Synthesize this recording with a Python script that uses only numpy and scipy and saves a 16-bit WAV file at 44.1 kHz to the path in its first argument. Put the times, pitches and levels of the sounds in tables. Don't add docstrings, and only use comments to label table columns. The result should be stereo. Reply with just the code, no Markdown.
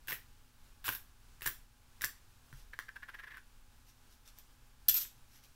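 import sys
import numpy as np
from scipy import signal
from scipy.fft import rfft, irfft, next_fast_len
from scipy.io import wavfile
from scipy.ndimage import map_coordinates

SR = 44100
rng = np.random.default_rng(int(sys.argv[2]) if len(sys.argv) > 2 else 0)


def persist_wave(psi):
    counts = np.round(np.clip(psi, -1, 1) * 32767).astype(np.int16)
    wavfile.write(sys.argv[1], SR, np.atleast_2d(counts).T)


N = 244755
SIZE = 16384
T = np.arange(SIZE) / SR
HZ = np.fft.rfftfreq(SIZE, 1 / SR)


def amp(db):
    return 10 ** (np.asarray(db) / 20)


def burst(x, length=0.0018):
    return x * np.sqrt(length * SR / (np.sum(x ** 2) + 1e-20))


def along(points, hz):
    f, value = np.transpose(points)
    return np.interp(np.log(hz + 1), np.log(f + 1), value)


def wobble(rate):
    knots = rng.standard_normal(int(N * rate / SR) + 4)
    return map_coordinates(knots, [np.arange(N) * rate / SR])


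def colour(x, eq, pitch=1):
    cepstrum = irfft(np.log(amp(along(eq, HZ / pitch))))
    cepstrum[1:SIZE // 2] *= 2
    cepstrum[SIZE // 2 + 1:] = 0
    return irfft(rfft(x) * np.exp(rfft(cepstrum)))


def ring(modes, detune, spread_db):
    return sum(amp(db + spread_db * rng.normal() - 60 * T / t60)
               * np.sin(2 * np.pi * hz * (1 + detune * rng.normal()) * T) for hz, db, t60 in modes)


def grains(rate):
    return rng.standard_normal(SIZE) * ((rng.random(SIZE) < rate / SR) + 0.11)


def add(out, start, x):
    i = max(round(start * SR), 0)
    fade = np.clip(2 - 2 * T / T[-1], 0, 1) ** 2
    out[:, i:i + SIZE] += (x * fade)[..., :max(N - i, 0)]


# delay/s, level/dB against the tail
REFLECTIONS = [(.0068, -4), (.0085, -7), (0.0112, -7.5), (0.015, -14.5)]
# f/Hz, t60/s
ROOM_DECAY = [(200, 0.27), (1400, 0.23), (4000, 0.28), (10000, 0.26), (15000, 0.19)]


def place(x, pan_db, wet_db, alike, lag=0):
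    sides = np.array([[1], [-1]])
    direct = amp(sides * pan_db / 2) * np.exp(-1j * np.pi * HZ * lag * sides)
    early = np.zeros((2, SIZE))
    for delay, db in REFLECTIONS:
        arrival = delay + .0004 * rng.normal() + .00006 * rng.normal(size=2)
        early[[0, 1], np.round(arrival * SR).astype(int)] += amp(db)
    hz, t, bands = signal.stft(rng.standard_normal((3, SIZE)), SR, nperseg=256)
    decay = amp(-60 * t / along(ROOM_DECAY, hz)[:, None])
    noise = signal.istft(bands * decay, SR, nperseg=256)[1][:, :SIZE]
    bloom = 1 - np.exp(-(T / 0.006) ** 2)
    tail = (np.sqrt(1 - alike) * noise[:2] + np.sqrt(alike) * noise[2]) * bloom
    room = amp(wet_db + sides * pan_db / 3) * (early + tail / np.linalg.norm(tail[0]))
    return irfft(rfft(x) * (direct + rfft(room)))


# f/Hz, gain/dB
AIR_EQ = [(12, 1.5), (20, 3.5), (48, -5.5), (110, -11.5), (146, -20), (248, -21.5), (293, -20), (319, -23),
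          (660, -27), (825, -23), (1660, -22), (1860, -27.5), (2530, -26), (5680, -28.5), (16000, -33.5)]
# f/Hz, left-right correlation
AIR_IMAGE = [(30, 1), (120, 0.96), (300, 0.16), (1000, 0.057), (3000, 0.031), (12000, 0.014)]
# f/Hz, level/dB
VENT_TONES = [(35, -71), (72, -81), (120, -78), (243, -81), (840, -86)]


def room_tone(air_db=-60):
    hz = np.fft.rfftfreq(N, 1 / SR)
    t = np.arange(N) / SR
    width = np.arccos(np.clip(along(AIR_IMAGE, hz), -1, 1)) / 2
    spectra = rfft(rng.standard_normal((2, N))) * amp(along(AIR_EQ, hz))
    mid, side = irfft(spectra * [np.cos(width), np.sin(width)], N)
    air = np.array([mid + side, mid - side])
    air /= np.sqrt(np.mean(air ** 2))
    hum = sum(amp(db + 1.1 * wobble(7.4)) * np.sqrt(2) * np.sin(2 * np.pi * f * t + 0.93 * wobble(14))
              for f, db in VENT_TONES)
    return amp(air_db + 0.92 * wobble(12)) * air + hum


# t/s, knock/dB, click/dB, metal ring/dB
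COIN_HITS = [(0.0734, -49, -46, -36), (0.084, -32.5, -44, -42), (0.0925, -42, -44, -30.5),
             (0.108, -34, -52, -47), (0.1213, -29.5, -54, -43), (0.1278, -32, -60, -31),
             (0.843, -42.5, -40, -43), (0.8656, -43, -31.5, -45), (0.8812, -27, -38, -31.5),
             (0.89, -24.5, -46, -26), (0.925, -38.5, -52, -30), (0.95, -41.5, -41, -30),
             (1.4091, -47, -49, -53), (1.42, -36.5, -39.5, -40.5), (1.461, -29.5, -39, -35),
             (1.4634, -28.5, -26, -37), (1.475, -31, -40, -22), (2.0105, -37.5, -41, -52),
             (2.0188, -35, -35.5, -32.5), (2.0403, -23, -42, -44), (2.045, -41, -27.5, -25),
             (2.528, -47, -53, -63), (2.79, -29.5, -40.5, -47), (3.371, -43.5, -52, -62),
             (4.277, -70, -48, -71), (4.387, -63, -50, -46.5), (5.052, -47, -64, -64)]
# f/Hz, gain/dB
KNOCK_EQ = [(40, -15), (120, -6), (210, -21.5), (330, -8.5), (520, -16.5), (740, -19.5), (1050, -3),
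            (1300, -7.5), (1630, 7.5), (1950, -3), (2280, -10), (2750, -6), (4000, -18.5), (12000, -29.5)]
CLICK_EQ = [(300, -31), (1500, -1), (2700, -1), (3350, 9), (4800, 5), (5700, 12.5), (6600, -1.5),
            (7600, 11), (8500, -8), (9400, 12.5), (11500, -3), (16000, 3.5)]
# f/Hz, level/dB, t60/s
COIN_MODES = [(12150, -3, .005), (12650, 1, .007), (13150, 1, .006), (13700, -1, .005), (14350, -3, .0045),
              (15000, -4, .004)]


def coin_hits(hits, knock_trim_db=-2, click_trim_db=-1.5):
    out = np.zeros((2, N))
    touch = amp(-60 * T / .009)
    for start, knock_db, click_db, metal_db in hits:
        push = (T == 0) + 0.14 * rng.standard_normal(SIZE) * touch
        pitch = np.exp(0.058 * rng.normal())
        knock = amp(knock_db + knock_trim_db) * burst(colour(push, KNOCK_EQ, pitch))
        click = amp(click_db + click_trim_db) * burst(colour(grains(rate=11000) * touch, CLICK_EQ))
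        chatter = grains(rate=5100) * touch
        modes = ring(COIN_MODES, detune=.018, spread_db=2)
        metal = amp(metal_db) * burst(irfft(rfft(chatter) * rfft(modes)), length=.0013)
        add(out, start, place(knock, pan_db=3.5, wet_db=-7.5, alike=.5, lag=-69e-6))
        add(out, start, place(click + metal, pan_db=2.5, wet_db=-5, alike=.055, lag=99e-6 * rng.normal()))
    return out


# t/s, level/dB before trim, length/s
COIN_SLIDES = [(0.081, -42.5, 0.065), (0.846, -39.5, 0.05), (0.901, -46.5, 0.061), (1.423, -48, 0.038),
               (1.458, -39, 0.024), (2.015, -44, 0.0326)]
# f/Hz, gain/dB
SCRAPE_EQ = [(400, -26), (1000, -1.5), (1650, 7), (2200, 3.5), (2750, 3.5), (3800, -2.5), (10500, -7.5),
             (13000, 5), (15000, 8), (16000, 6.5)]


def coin_slides(trim_db=-1):
    out = np.zeros((2, N))
    for start, db, length in COIN_SLIDES:
        friction = grains(rate=2000) * np.exp(-(T / length) ** 4)
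        scrape = amp(db + trim_db) * burst(colour(friction, SCRAPE_EQ), length)
        add(out, start, place(scrape, pan_db=4, wet_db=-1, alike=.029))
    return out


def rim_catches(per_second=110, spread_db=1):
    balance_db = np.array([-9, -3.5, -2])
    hits = []
    for start, db, length in COIN_SLIDES:
        chance = rng.random((16, 4))
        delays = (np.arange(len(chance)) + chance[:, 0]) / per_second
        levels = db + balance_db + spread_db * (1 - 2 * chance[:, 1:])
        hits += list(np.column_stack([start + delays, levels])[delays < length])
    return coin_hits(hits)


# t/s, f/Hz, level/dB before trim, t60/s
COIN_PINGS = [(.8845, 12620, -25, .05), (.925, 12620, -34, .14), (1.475, 12620, -39, .09),
              (2.046, 12950, -41, .13), (4.885, 12550, -27, .12), (4.886, 12750, -27, .14),
              (4.942, 12910, -26, .17)]


def coin_pings(trim_db=-6):
    out = np.zeros((2, N))
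    attack = 1 - np.exp(-T / 0.00066)
    for start, hz, db, t60 in COIN_PINGS:
        note = np.sin(2 * np.pi * hz * T) * amp(db + trim_db - 60 * T / t60) * attack
        add(out, start, place(note, pan_db=-3, wet_db=-9, alike=.1))
    return out


# t/s, level/dB
TABLE_BUMPS = [(0.89, -55), (1.466, -51.5), (2.041, -59.5), (2.529, -50), (4.889, -54.5)]
# f/Hz, level/dB against the bump, t60/s
TABLE_MODES = [(30.7, -0.5, 1), (70.8, -6, 0.3), (129.6, 2, 0.14)]


def table_bumps():
    out = np.zeros((2, N))
    for start, db in TABLE_BUMPS:
        add(out, start, amp(db) * ring(TABLE_MODES, detune=.01, spread_db=1))
    return out


# peak t/s, level/dB before trim, length/s
GLOVE_STROKES = [(2.588, -65, 0.083), (3.887, -63, 0.033), (4.125, -66, 0.036), (4.276, -60.5, 0.034),
                 (4.383, -62, .035), (5.349, -63, 0.071), (5.446, -59.5, 0.022)]
# f/Hz, gain/dB
GLOVE_EQ = [(300, -7), (1500, 1), (3500, 3.5), (4700, 1.5), (5700, 8), (7000, -2), (11000, -5),
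            (16000, 2.5)]


def glove_brushes(trim_db=-2, shimmer_db=-9):
    out = np.zeros((2, N))
    for peak, db, length in GLOVE_STROKES:
        stroke = grains(rate=2500) * np.exp(-2 * (T / length - 2) ** 2)
        shimmer = irfft(rfft(stroke) * rfft(ring(COIN_MODES, detune=.02, spread_db=2)))
        rub = burst(colour(stroke, GLOVE_EQ), length) + amp(shimmer_db) * burst(shimmer, length)
        add(out, peak - 2 * length, amp(db + trim_db) * place(rub, pan_db=1, wet_db=-2, alike=.1))
    return out


# f/Hz, gain/dB
RIM_EQ = [(100, -34), (400, -18), (740, -25), (1050, -8.5), (1300, -10.5), (1690, 4.5), (1950, -3),
          (2300, -11), (3300, -18), (5000, -27.5), (5650, -23.5), (6400, -38), (11300, -31.5),
          (11850, -23.5), (12400, -33)]


def rocking_coin(tip_s=2.737, rock_s=2.889, first_gap_s=.0755, gap_ratio=.897, roll_s=.0078):
    out = np.zeros((2, N))
    swing = np.arange(11)
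    times = rock_s + first_gap_s * (1 - gap_ratio ** swing) / (1 - gap_ratio)
    levels_db = -44.5 - 0.93 * swing
    lengths = roll_s * (swing + 1) ** 0.42
    lead_s = .03
    for peak, db, length in [(tip_s, -46, roll_s), *zip(times, levels_db, lengths)]:
        contact = grains(rate=9000) * np.exp(-((T - lead_s) / (.6 * length)) ** 2)
        roll = amp(db) * burst(colour(contact, RIM_EQ, pitch=np.exp(.04 * rng.normal())), length)
        add(out, peak - lead_s, place(roll, pan_db=3.5, wet_db=-10, alike=.6))
    return out


# t/s, clack/dB, jingle/dB, length/s
PILE_CLASHES = [(4.8834, -24.5, -16.5, 0.0079), (4.94, -36, -25.5, 0.012), (4.962, -36, -30, 0.021),
                (5.0, -43.5, -39, .034)]
# f/Hz, gain/dB
CLACK_EQ = [(100, -7.5), (220, -22), (340, -11.5), (700, -21.5), (1100, -8), (1700, -5), (2700, 0.5),
            (3400, 2), (4800, -0.5), (5900, 3.5), (6800, 2.5), (7600, 5.5), (8400, -0.5), (16000, -4)]
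JINGLE_EQ = [(2000, -46), (10700, -40), (11500, -4.5), (12200, -6), (12900, 2.5), (13700, -7), (15200, -11),
             (16000, -16.5)]


def coin_pile(trim_db=-1, rattle_db=-15, rattle_t60_s=.18):
    out = np.zeros((2, N))
    attack = 1 - np.exp(-T / 0.001)
    rattle = amp(rattle_db - 60 * T / rattle_t60_s)
    for start, clack_db, jingle_db, length in PILE_CLASHES:
        tumble = np.exp(-(T / length) ** 4)
        run = grains(rate=11000) * (tumble + rattle) * attack
        clack = amp(clack_db + trim_db) * burst(colour(run, CLACK_EQ), length)
        jingle = amp(jingle_db + trim_db) * burst(colour(run, JINGLE_EQ), length)
        add(out, start, place(clack, pan_db=5.5, wet_db=-3, alike=.043, lag=.0002))
        add(out, start, place(jingle, pan_db=-5, wet_db=-5, alike=.11, lag=.00021))
    return out


def scene():
    return (room_tone() + coin_hits(COIN_HITS) + coin_slides() + rim_catches() + coin_pings()
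            + table_bumps() + glove_brushes() + rocking_coin() + coin_pile())


def record(dry):
    cutoff_hz, slope_width_hz = 15790, 200
    size = next_fast_len(N + SIZE)
    hz = np.fft.rfftfreq(size, 1 / SR)
    high_cut = np.clip((cutoff_hz - hz) / slope_width_hz + .5, 0, 1)
    return irfft(rfft(dry, size) * high_cut, size)[:, :N]


dry = scene()
out = record(dry)
persist_wave(out)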